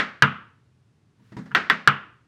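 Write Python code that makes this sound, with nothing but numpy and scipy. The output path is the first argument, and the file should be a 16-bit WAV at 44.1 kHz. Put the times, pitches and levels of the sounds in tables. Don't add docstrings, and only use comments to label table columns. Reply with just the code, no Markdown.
import sys
import numpy as np
from scipy import signal
from scipy.fft import rfft, irfft
from scipy.io import wavfile

SR = 44100
rng = np.random.default_rng(int(sys.argv[2]) if len(sys.argv) > 2 else 0)


def how_loud(loudness_db):
    steps = np.asarray(loudness_db, float) / 20
    return 10 ** steps


def bounce(signal):
    frames = np.transpose(np.atleast_2d(signal))
    limited = np.clip(frames, -1, 1)
    pcm = np.round(limited * 32767).astype(np.int16)
    wavfile.write(sys.argv[1], SR, pcm)


N = 100503

# t/s, peak level/dB, plate ring f/Hz, board thump level/dB, room wash level/dB
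TAPS = [
    (-.004, -6.5, 1617, -24, 0),
    (0.2226, -1, 1477, -14, 0),
    (1.51, -45.5, 1415, -6, -4),
    (1.5157, -34, 1440, -3, -2.5),
    (1.549, -2.5, 1753, -26, -1),
    (1.699, -1.5, 1808, -26.5, -5),
    (1.8749, -1, 1375, -20.5, -1),
]
# t/s, scuff level/dB, board thump level over scuff/dB, t60/s
SHIFTS = [
    (1.195, -76, 21, .1),
    (1.3195, -52, 10, .06),
    (1.3665, -42, 13, .05),
    (1.383, -47, 8, .1),
    (1.457, -52, 4, .08),
    (1.495, -70, 18, .05),
]
# f/Hz, width/Hz, level/dB
HEEL_MODES = [(1404, 87, 4.5), (1591.5, 92, 11.5), (2484, 180, -23), (2910, 780, -18), (3250, 50, -27.5),
              (4350, 260, -21.5), (5120, 320, -34), (6170, 190, -40)]
# f/Hz, width/Hz, level/dB
TOE_MODES = [(1059.5, 64, -5), (1368.5, 32, -9.5), (1553, 34, -3.5), (1878, 29, -6.5), (2017, 23, -14.5),
             (2556, 380, -15.5), (3405, 250, 1), (5120, 360, -17.5)]
# f/Hz, level under heel/dB, under toe/dB, under sole/dB, t60/s
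BOARD_MODES = [(72, -18.5, -29.5, -42.5, 0.098), (95, -16, -19, -30, 0.34), (129, -12.5, -14.5, -9.5, .25),
               (140, 2, -8.5, -5.5, 0.2), (167.64, -15, -7.5, -4, 0.37), (202.9, -7, -3.5, 1.5, 0.32),
               (233.5, -12, -5.5, -9.5, 0.33), (256, -18.5, -6, -5, 0.31), (321.5, -18.5, -5.5, -3.5, .15),
               (368, -17.5, -15, -19.5, 0.05), (442, -16, -8.5, -14.5, 0.22), (640, -20, -22, -8, 0.044),
               (962, -1, -7.5, -7.5, .08)]
# f/Hz, level per Hz/dB
CRACK_SPECTRUM = [(1500, -18.5), (3000, 4), (4600, -2.5), (5600, -12), (7500, -22), (11000, -24),
                  (15500, -24.5)]
# delay t/s, level/dB
WALL_ECHOES = [(.0041, -7), (.0082, -11), (0.0123, -11.5), (0.0195, -18.5)]
# f/Hz, t60/s
ROOM_DECAY = [(100, 1), (500, 0.49), (1400, 0.45), (3000, 0.43), (5000, 0.44), (8000, 0.39), (14000, 0.033)]
# f/Hz, level per Hz/dB
HEEL_WASH = [(180, -45.5), (300, -20), (468, -22), (744, -20.5), (1330, -2), (2250, -16), (2880, -13.5),
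             (4000, -32.5), (15500, -76)]
# f/Hz, level per Hz/dB
TOE_WASH = [(180, -41), (300, -11.5), (922, -9.5), (1030, -5.5), (1280, 0), (1810, 0.5), (3690, -16),
            (5760, -28), (15500, -62.5)]
# f/Hz, level per Hz/dB
AIR_SPECTRUM = [(260, -30), (450, 0), (1300, -3), (2800, -8), (5600, -13), (9500, -19), (12500, -30),
                (15700, -42)]
# f/Hz, level per Hz/dB
HUM_SPECTRUM = [(15, -59.5), (30, -33), (50, -25), (80, -10.5), (122, -1), (170, -12.5), (260, -18),
                (450, -24.5), (900, -120)]
# f/Hz, level per Hz/dB
RUSTLE_SPECTRUM = [(290, -21.5), (500, -1.5), (694, -14), (1200, -2.5), (4190, -12.5), (13000, -28)]
# t/s, rustle level/dB
MOTION = [(1.1, -100), (1.2, -77), (1.26, -69), (1.38, -68), (1.54, -68), (1.6, -90)]
# f/Hz, level per Hz/dB
SCUFF_SPECTRUM = [(240, -36), (400, -12.5), (638, -15.5), (1960, -12.5), (2300, -24), (4690, -28.5),
                  (12100, -46), (13000, -49)]

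LEAD_S = 0.05
SOUND_SIZE = SR * 3 // 4
HEEL_BELOW_HZ = 1520
MODE_SCATTER_DB = 1.5
RING_RISE_S, RING_T60_S = 0.0004, 0.011
PANEL_T60_S, PANEL_DB = 0.045, -8.5
BOARD_RISE_S, SOLE_RISE_S, SCUFF_RISE_S = 0.0036, 0.0017, 0.001
CRACK_DB, CRACK_T60_S = -6, 0.013
CRACK_GROWS = 0.3
TOE_CRACK_DB, TOE_ECHO_DB = -5.5, -5.5
FOAM_DB_PER_S = 602.5
ROOM_DB, NEAR_DB, NEAR_SHARE, ROOM_RISE_S = -21, -10.5, 0.24, 0.0013
SCUFF_TAIL_DB = -13
AIR_DB, HUM_DB = -75, -61
TOP, KNEE = 0.9, 4.5


def along(points, hz):
    f, values = np.transpose(points)
    return np.interp(np.log(hz + 1), np.log(f + 1), values)


def noise(spectrum, size):
    gain = how_loud(along(spectrum, np.fft.rfftfreq(size, 1 / SR)))
    x = irfft(rfft(rng.standard_normal(size)) * gain, size)
    return x / x.std()


def rise(rise_s, t):
    return 1 - np.exp(-t / rise_s)


def ring(hz, db, t60, rise_s, t):
    envelope = how_loud(db - 60 * t / t60) * rise(rise_s, t) ** 2
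    return envelope * np.sin(2 * np.pi * hz * t)


def room_tone():
    return how_loud(AIR_DB) * noise(AIR_SPECTRUM, N) + how_loud(HUM_DB) * noise(HUM_SPECTRUM, N)


def plate(ring_hz, modes, t):
    x = 1.8 * ring(ring_hz, 0, RING_T60_S, RING_RISE_S, t)
    for hz, width, db in modes:
        level = PANEL_DB + db + rng.normal(0, MODE_SCATTER_DB)
        x += ring(hz, level, PANEL_T60_S * 90 / width, RING_RISE_S, t)
    return x


def crack(force_db, heel, t):
    level = CRACK_DB + (0 if heel else TOE_CRACK_DB) + CRACK_GROWS * force_db
    return noise(CRACK_SPECTRUM, len(t)) * how_loud(level - 60 * t / CRACK_T60_S) * rise(RING_RISE_S, t)


def wall_echoes(ringing, burst):
    out = np.zeros(len(ringing))
    for delay_s, db in WALL_ECHOES:
        reflected = ringing + how_loud(-FOAM_DB_PER_S * delay_s) * burst
        out += how_loud(db) * np.pad(reflected, (round(delay_s * SR), 0))[:len(out)]
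    return out


def thump(db, part, rise_s, t):
    out = np.zeros(len(t))
    for hz, *levels, t60 in BOARD_MODES:
        level = db + levels[part] + rng.normal(0, MODE_SCATTER_DB)
        out += ring(hz, level, t60, rise_s, t)
    return out


def wash(spectrum, near_db, far_db, near_share):
    hz, t, z = signal.stft(noise(spectrum, SOUND_SIZE), SR, nperseg=256)
    fall_db = -60 * t / along(ROOM_DECAY, hz)[:, None]
    near = how_loud(near_db + fall_db / near_share)
    far = how_loud(far_db + fall_db)
    return signal.istft(z * (far + near), SR, nperseg=256)[1][:SOUND_SIZE]


def tap(force_db, ring_hz, thump_db, wash_db):
    t = np.arange(SOUND_SIZE) / SR
    heel = ring_hz < HEEL_BELOW_HZ
    ringing = plate(ring_hz, HEEL_MODES if heel else TOE_MODES, t)
    burst = crack(force_db, heel, t)
    echoes = how_loud(0 if heel else TOE_ECHO_DB) * wall_echoes(ringing, burst)
    walls = wash(HEEL_WASH if heel else TOE_WASH, NEAR_DB, ROOM_DB, NEAR_SHARE) * rise(ROOM_RISE_S, t)
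    board = thump(thump_db, 0 if heel else 1, BOARD_RISE_S, t)
    return ringing + burst + echoes + board + how_loud(wash_db) * walls


def rustle():
    s, db = np.transpose(MOTION)
    level = np.interp(np.arange(N) / SR, s, db, left=-np.inf, right=-np.inf)
    return how_loud(level) * noise(RUSTLE_SPECTRUM, N)


def shift(thump_db, t60):
    t = np.arange(SOUND_SIZE) / SR
    scuff = wash(SCUFF_SPECTRUM, 0, SCUFF_TAIL_DB, t60 / 0.24) * rise(SCUFF_RISE_S, t)
    return scuff + thump(thump_db, 2, SOLE_RISE_S, t)


def shoes():
    out = np.zeros(N + SR)
    for kind, events in ((tap, TAPS), (shift, SHIFTS)):
        for s, db, *settings in events:
            sound = kind(db, *settings) if kind is tap else kind(*settings)
            start = round((s + LEAD_S) * SR)
            out[start:][:len(sound)] += how_loud(db) * sound
    return out[round(LEAD_S * SR):][:N]


def scene():
    return (room_tone() + shoes() + rustle())[None]


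def low_pass(x):
    return signal.sosfilt(signal.butter(12, 15830, fs=SR, output="sos"), x)


def record(dry):
    mix = dry / (1 + np.abs(dry / TOP) ** KNEE) ** (1 / KNEE)
    return low_pass(mix)


dry = scene()
out = record(dry)
bounce(out)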